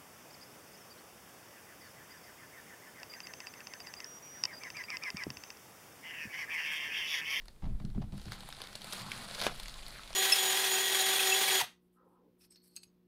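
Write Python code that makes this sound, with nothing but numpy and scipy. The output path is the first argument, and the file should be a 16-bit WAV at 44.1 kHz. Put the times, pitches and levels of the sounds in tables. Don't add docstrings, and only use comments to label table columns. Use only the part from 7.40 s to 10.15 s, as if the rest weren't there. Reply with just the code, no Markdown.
import sys
import numpy as np
from scipy import signal
from scipy.fft import rfft, irfft
from scipy.io import wavfile
from scipy.ndimage import uniform_filter1d

SR = 44100
rng = np.random.default_rng(int(sys.argv[2]) if len(sys.argv) > 2 else 0)


def invert_db(level):
    return 10 ** (np.asarray(level, dtype=float) / 20)


def master_out(mix):
    frames = np.transpose(np.atleast_2d(mix))
    ceiling = np.clip(frames, -1, 1)
    pcm = np.round(ceiling * 32767).astype(np.int16)
    wavfile.write(sys.argv[1], SR, pcm)


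N = 121275

# [t/s, centre f/Hz, level/dB, extra crease level/dB]
AIR_POCKET = [
    (1.42, 1100, -80, 0.5),
    (1.49, 1300, -60, -1),
    (1.55, 950, -62, 0),
    (1.62, 1000, -53.5, 2.5),
    (1.65, 1100, -53.5, -4),
    (1.71, 1200, -56.5, -2.5),
    (1.76, 1050, -60, 1.5),
    (1.86, 1000, -61, -1.5),
    (1.95, 750, -72, 0.5),
]


def rms_one(x):
    return x / np.sqrt(np.mean(x ** 2) + 1e-20)


def in_time(rows):
    s, *columns = np.transpose(rows)
    return [np.interp(np.arange(N) / SR, s, c) for c in columns]


def at_hz(points, hz):
    points_hz, points_db = np.array(points).T
    return np.interp(np.log(hz), np.log(points_hz), points_db)


def band(x, low_hz, high_hz):
    return signal.sosfilt(signal.butter(2, [low_hz, high_hz], "band", fs=SR, output="sos"), x + 1e-18)


def filtered(x, order, hz, kind="low"):
    return signal.sosfilt(signal.butter(order, hz, kind, fs=SR, output="sos"), x)


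def drift(rate_hz):
    r = np.exp(-2 * np.pi * rate_hz / SR)
    wander = signal.lfilter([1], [1, -2 * r, r * r], rng.standard_normal(N + SR))
    return rms_one(wander[SR:])


def ring(clicks, hz, t60):
    r = invert_db(-60 / (t60 * SR))
    w = 2 * np.pi * hz / SR
    return signal.lfilter([0, np.sin(w)], [1, -2 * r * np.cos(w), r * r], clicks + 1e-18)


def coloured(spectrum):
    hz = np.maximum(np.arange(N // 2 + 1) * SR / N, 1)
    gain = invert_db(at_hz(spectrum, hz)) * (hz > spectrum[0][0])
    return rms_one(irfft(rfft(rng.standard_normal(N)) * gain, N))


def floor():
    # [f/Hz, level/dB]
    floor_spectrum = [(29, -33), (50, -11.5), (227, -15.5), (341, -20.5), (1410, -33), (2750, -38.5),
                      (3340, -36), (6080, -40), (15500, -36)]
    return invert_db(-63.5) * coloured(floor_spectrum)


def sway():
    # [t/s, level/dB]
    sway_level = [(0, -48.5), (.2, -59.5), (.24, -37.5), (.35, -30), (.4, -45.5), (.53, -35.5), (.62, -43),
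                  (.9, -52), (1.1, -55), (1.3, -62), (1.6, -60.5), (1.95, -56), (2.2, -46.5), (2.48, -49),
                  (2.6, -60), (2.75, -49.5)]
    centre_hz, width_hz, deep_top_hz, deep_db = 34.1, 11.4, 16.1, 3
    level_db, = in_time(sway_level)
    noise = rng.standard_normal((2, N + SR))
    legs = rms_one(band(noise[0], centre_hz - width_hz / 2, centre_hz + width_hz / 2)[SR:])
    deep = rms_one(band(noise[1], 10.2, deep_top_hz)[SR:])
    both = legs + invert_db(deep_db) * deep
    return invert_db(level_db) * both / np.sqrt(uniform_filter1d(both ** 2, size=4000) + 0.05)


def room(x):
    t60_s, level_db, wall_cut_hz = 0.23, -14, 13600
    t = np.arange(SR // 2) / SR
    tail = rng.standard_normal(len(t)) * invert_db(-60 * t / t60_s) * (t > .003)
    tail = filtered(tail, 1, wall_cut_hz)
    return invert_db(level_db) * signal.fftconvolve(x, tail / np.sqrt(np.sum(tail ** 2)))[:N]


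def scuffs():
    # [t/s, level/dB, decay/s]
    scuff_events = [
        (0.222, -55, 0.056),
        (0.254, -55, 0.011),
        (0.399, -60, 0.022),
        (.547, -61, 0.03),
        (0.616, -52.5, 0.019),
        (0.723, -57, 0.03),
        (0.854, -60, .02),
    ]
    # [f/Hz, level/dB per Hz]
    scuff_spectrum = [(330, -15), (750, -2.5), (1500, -16.5), (4200, -21.5), (12000, -47)]
    t = np.arange(N) / SR
    shape = np.zeros(N)
    for s, db, decay_s in scuff_events:
        shape += invert_db(db) * (t >= s) * np.exp(-np.maximum(t - s, 0) / decay_s)
    grain = invert_db(3.7 * drift(230))
    return shape * grain * coloured(scuff_spectrum)


def bench():
    # [t/s, level/dB, rocking/s, first blow strength]
    thuds = [
        (0.224, -40, 0.07, 22.5),
        (.398, -45, 0.066, 20),
        (.44, -51, 0.011, 33),
        (.545, -37, 0.023, 18),
        (.572, -43, 0.041, 22.5),
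        (.722, -43, 0.027, 37),
        (0.857, -46.5, 0.028, 30),
        (.97, -57.5, 0.095, 18),
    ]
    # [f/Hz, level/dB, t60/s]
    board_modes = [(56, -2.5, 0.25), (114.4, 2.5, 0.19), (150.8, 1.5, 0.15), (195.6, 2.5, 0.17),
                   (237, -3, 0.14), (298, -4.5, 0.067), (401, -7, 0.068), (638, -9.5, 0.028),
                   (850, -18, 0.036), (94, -3.5, 0.11)]
    # [t/s, level/dB]
    drag_level = [
        (1.0, -60.5),
        (1.1, -61),
        (1.33, -64),
        (1.42, -58.5),
        (1.72, -51),
        (1.97, -59),
        (2.07, -50),
        (2.2, -63.5),
        (2.75, -64),
    ]
    rocks_per_s, contact_hz, release_s, drag_cut_hz = 900, 338, 0.043, 136

    def modes(force):
        soft_force = filtered(force, 1, contact_hz)
        out = np.zeros(N)
        for k, (hz, db, t60) in enumerate(board_modes):
            out += invert_db(db) * (-1) ** k * ring(soft_force, hz, t60)
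        return out

    t = np.arange(N) / SR
    drive = np.zeros(N)
    touches = (rng.random(N) < rocks_per_s / SR) * rng.choice([-1, 1], N) * np.sqrt(SR / rocks_per_s)
    for s, db, rock_s, blow in thuds:
        drive += invert_db(db) * (t >= s) * np.exp(-np.maximum(t - s - rock_s, 0) / release_s)
        touches[int(s * SR) + 1] = blow
    drag_db, = in_time(drag_level)
    rub = rms_one(band(modes(rng.standard_normal(N)), drag_cut_hz, 1300))
    rub = rub * invert_db(drag_db) * np.clip((t - .9) / 0.15, 0, 1)
    return modes(touches * drive) / np.std(modes(touches)) + rub


def pocket():
    width_hz, grain_db = 500, 3
    hz, level_db, _ = in_time(AIR_POCKET)
    slow = filtered(rng.standard_normal((2, N)), 2, width_hz / 2)
    phase = 2 * np.pi * np.cumsum(hz) / SR
    t = np.arange(N) / SR
    tone = rms_one(slow[0] * np.cos(phase) + slow[1] * np.sin(phase))
    tone = tone * (t > AIR_POCKET[0][0]) * (t < AIR_POCKET[-1][0])
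    return invert_db(level_db + grain_db * drift(60)) * tone


def flips():
    # [t/s, peak level/dB, f/Hz]
    flip_events = [(0.162, -59, 2550), (0.296, -57, 2490), (0.604, -58, 3000), (.87, -51, 700),
                   (1.0339, -45, 850), (1.0615, -46, 4270), (1.09, -37.5, 920), (1.104, -38, 3140),
                   (1.126, -39, 1720), (1.168, -38, 3800), (1.179, -45.5, 796), (1.338, -46, 3970),
                   (1.354, -44, 630), (1.579, -40.5, 754), (1.7175, -25, 2440), (1.7194, -28, 3000),
                   (1.755, -40, 5500), (1.8847, -38, 4360), (1.9116, -32, 4130), (1.912, -41.5, 645),
                   (1.952, -30, 4540), (1.959, -42.5, 510), (1.986, -41.5, 604), (1.996, -31, 4280),
                   (2.0165, -40.5, 596), (2.019, -35, 1090), (2.024, -24, 4500), (2.031, -34.5, 600),
                   (2.047, -33, 585), (2.077, -35.5, 450), (2.083, -33, 1310), (2.003, -33.5, 2370),
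                   (2.587, -40, 1760), (.225, -48, 900), (.9205, -30, 1740), (.915, -40, 3500),
                   (2.595, -39, 1300), (2.258, -35, 2200), (2.707, -42, 700), (.742, -42, 260),
                   (.582, -38, 300), (2.044, -31.5, 2600), (1.416, -49.5, 814), (2.097, -35, 1110),
                   (2.122, -40, 756), (2.161, -38, 3940), (2.2327, -33.5, 4220), (2.296, -32.5, 4270),
                   (2.4344, -43, 2800), (2.5068, -37, 4580), (2.5608, -40, 1850), (2.705, -38.5, 4300),
                   (2.739, -36, 3200)]
    cycles, crack_db, rebound_s, rebound = 8.3, -5, 0.001088, 0.37
    out, click = np.zeros(N + SR), np.zeros(900)
    click[0] = 1
    click[int(rebound_s * SR)] = -rebound
    for s, db, hz in flip_events:
        tone = band(ring(click, hz, cycles / hz), hz / 1.35, hz * 2)
        crack = band(click, hz, min(4.0 * hz, 16000))
        flip = tone / np.abs(tone).max() + invert_db(crack_db) * crack / np.abs(crack).max()
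        i = int((s - .8 / hz) * SR)
        out[i:i + len(click)] += invert_db(db) * flip
    return out[:N]


def creases():
    # [t/s, level/dB, dullness/dB]
    pull = [(0, -69, 6), (.1, -71, -4), (.2, -79, 14), (.715, -73, 9), (.73, -57.5, -13), (.9, -56.5, 5),
            (.925, -49, 0), (.97, -55.5, 8.5), (1.1, -54, 2), (1.23, -53, 5), (1.29, -54, 5.5),
            (1.42, -53.5, 1.5), (1.53, -43, 0.3), (1.65, -47.5, 2), (1.9, -43.5, 3), (2.2, -56.5, -0.5),
            (2.4, -57.5, 3.5), (2.75, -58.5, 5.5)]
    # [t/s, extra level/dB]
    tear = [
        (1.9, -3.5),
        (1.97, -1.5),
        (2.01, 5),
        (2.03, 8),
        (2.075, 13),
        (2.085, -1),
        (2.12, 0),
        (2.17, 2.5),
    ]
    # [f/Hz, level/dB per Hz]
    film_spectrum = [(250, -15), (400, -12.5), (650, -6.5), (2900, -8), (4400, -1), (5600, -13.5),
                     (10500, -9.5), (15900, -17.5)]
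    creases_per_s, spread_db, cycles, clump_db, rub_db = 9000, 2.5, 10.4, 2.5, -2.5
    ticks_per_s, tick_db, patch_db = 75, -8, 1.5
    pull_db, dull_db = in_time(pull)
    tear_db, = in_time(tear)
    pocket_db = in_time(AIR_POCKET)[2]

    sizes = invert_db(spread_db * np.minimum(rng.exponential(1, N), 4)) * rng.choice([-1, 1], N)
    clump = invert_db(clump_db * (0.29 * drift(18) + drift(90)))
    born = rng.random(N) < creases_per_s * clump / SR
    pitches, dealt = np.geomspace(330, 15000, 36), rng.integers(0, 36, N)
    wide = invert_db(tick_db) * (rng.random(N) < ticks_per_s / SR) * invert_db(7.7 * rng.random(N))
    patches = [invert_db(patch_db * drift(8.0)) for _ in range(9)]

    crackle = np.zeros(N)
    for k, hz in enumerate(pitches):
        clicks = sizes * (born * (dealt == k) + wide * rng.standard_normal(None))
        t60 = cycles / hz
        rung = patches[k // 4] * ring(ring(clicks, hz, t60), hz, t60)
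        crackle += rms_one(rung) * invert_db(at_hz(film_spectrum, hz)) * np.sqrt(hz)
    rub = invert_db(rub_db) * np.sqrt(clump) * np.sqrt(patches[0]) * coloured(film_spectrum)
    film = rms_one(rms_one(crackle) + rub)
    low, high = filtered(film, 2, 1500), filtered(film, 2, 1500, "high")
    return invert_db(pull_db + tear_db + pocket_db) * (high - invert_db(dull_db) * low)


def snaps():
    # [t/s, peak level/dB, dull part/dB, bright part/dB]
    buckles = [(0.0189, -54, -3.5, -12), (0.0563, -45.5, -13, 8.5), (0.0822, -38, -11.5, 2),
               (0.4504, -41, -15.5, -31), (0.5013, -47.5, -9, -5), (0.621, -53, -2.5, 3),
               (0.7228, -47.5, -17, -22), (0.7786, -41, -13.5, 9.5), (0.7971, -42, -11, -19),
               (0.8155, -39, -14, 2), (0.856, -40.5, -11.5, -13), (0.8819, -49, -0.5, -9),
               (0.9203, -28, -16, 0), (0.9314, -38, -14, -10), (1.0061, -34, -14, 0), (1.0335, -58, -3, -6),
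               (1.0891, -36, -12.5, 8), (1.1258, -32.5, -18, -1), (1.1483, -37, -37, -8),
               (1.1774, -55, -21, -12), (1.2037, -39, -4, -4), (1.2176, -26, -15.5, 1.5),
               (1.2381, -36, -9, -8), (1.272, -34, -38, 1),
               (1.3291, -37, -10.5, -7), (1.3538, -27.5, -16.5, -26), (1.3577, -39, -12, 11),
            (1.4102, -42, -11.5, 4), (1.4178, -33, -26, 5), (1.4437, -31.5, -13.5, 6.5),
            (1.489, -46, -17, -4), (1.525, -30, -26, -2), (1.5294, -29.5, -35, -19),
            (1.5335, -29, -9, 11.5), (1.5924, -35, -10.5, -15), (1.618, -37, -22, -6),
            (1.7185, -30.5, -43, 3.5), (1.948, -30.5, -18, -28), (1.9787, -36.5, -8.5, -15),
            (2.0015, -29, -27, -10), (2.0147, -21.5, -12.5, 3.5), (2.0214, -29, -6, -17.5),
            (2.0668, -25, -8, -6), (2.1981, -30, -13, 4), (2.2337, -36, -22, 7.5), (2.2584, -38, -44, -30),
            (2.282, -31, -20, 1), (2.341, -32, -19, -12), (2.4647, -33.5, -18, -4),
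            (2.4817, -36, -10.5, 11.5), (2.5853, -41, -24, -7), (2.6337, -35.5, -27, -18),
            (2.676, -36.5, -22, -2), (2.7299, -32, -12, -21)]
    # decay/s, band edges/Hz
    layers = ((0.0045, 400, 2300), (0.0019, 1900, 6130), (0.0019, 6000, 12850))
    dull_trim_db, bright_trim_db = 7, -8
    rows, t = np.array(buckles), np.arange(600) / SR
    ticks = rng.standard_normal((len(rows), 600)) ** 3
    out = np.zeros(N + SR)
    for (s, db, dull_db, bright_db), tick in zip(rows, ticks):
        gains_db = (dull_db + dull_trim_db, 0, bright_db + bright_trim_db)
        i = int(s * SR)
        for (decay_s, low_hz, high_hz), gain_db in zip(layers, gains_db):
            burst = band(np.tanh(tick / 4) * np.exp(-t / decay_s), low_hz, high_hz)
            burst = burst + invert_db(-2) * band(burst, 3200, 5000)
            out[i:i + len(t)] += invert_db(db + gain_db) * burst / np.abs(burst).max()
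    return out[:N]


def pop():
    # [f/Hz, level/dB, t60/s]
    bag_modes = [(338, -19, 0.0069), (450, 2, 0.015), (557, -1, 0.016), (656, -4.5, 0.012), (796, 6, 0.011),
                 (973, 3, 0.018), (1380, -5, 0.023), (1627, -0.5, 0.041), (2516, 3, 0.024),
                 (2850, 3, 0.023), (3430, -7.5, 0.017)]
    pop_s, pop_db, rattle_s = 2.0662, -14, 0.0048
    recoil_s, recoil, flap_db, flap_s = .0007, 2.2, -35.5, 0.016
    t = np.arange(N) / SR - pop_s
    after = np.maximum(t, 0)
    force = 0.089 * rng.standard_normal(N) * (t > 0) * np.exp(-after / rattle_s)
    force[int(pop_s * SR)] = 1
    force[int((pop_s + recoil_s) * SR)] = -recoil
    out = sum(invert_db(db) * ring(force, hz, t60) for hz, db, t60 in bag_modes)
    out = band(out, 240, 6000)
    flap = rms_one(band(rng.standard_normal(N), 370, 3000)) * (t > 0) * np.exp(-after / flap_s)
    return invert_db(pop_db) * out / np.abs(out).max() + invert_db(flap_db) * flap


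def scene():
    bag = snaps() + creases() + pop() + flips()
    board = bench() + scuffs() + sway()
    return (bag + room(bag) + board + floor() + pocket())[None]


def top_cut(x):
    return signal.sosfilt(signal.butter(12, 16420, fs=SR, output="sos"), x)


def record(dry):
    step_hz, step_db, cutoff_hz = 10840, -6, 16700
    top = signal.sosfiltfilt(signal.butter(8, step_hz, "high", fs=SR, output="sos"), dry)
    heard = dry - (1 - invert_db(step_db)) * top
    mix = signal.sosfilt(signal.cheby2(10, 60, cutoff_hz, fs=SR, output="sos"), heard)
    return top_cut(mix)


dry = scene()
out = record(dry)
master_out(out)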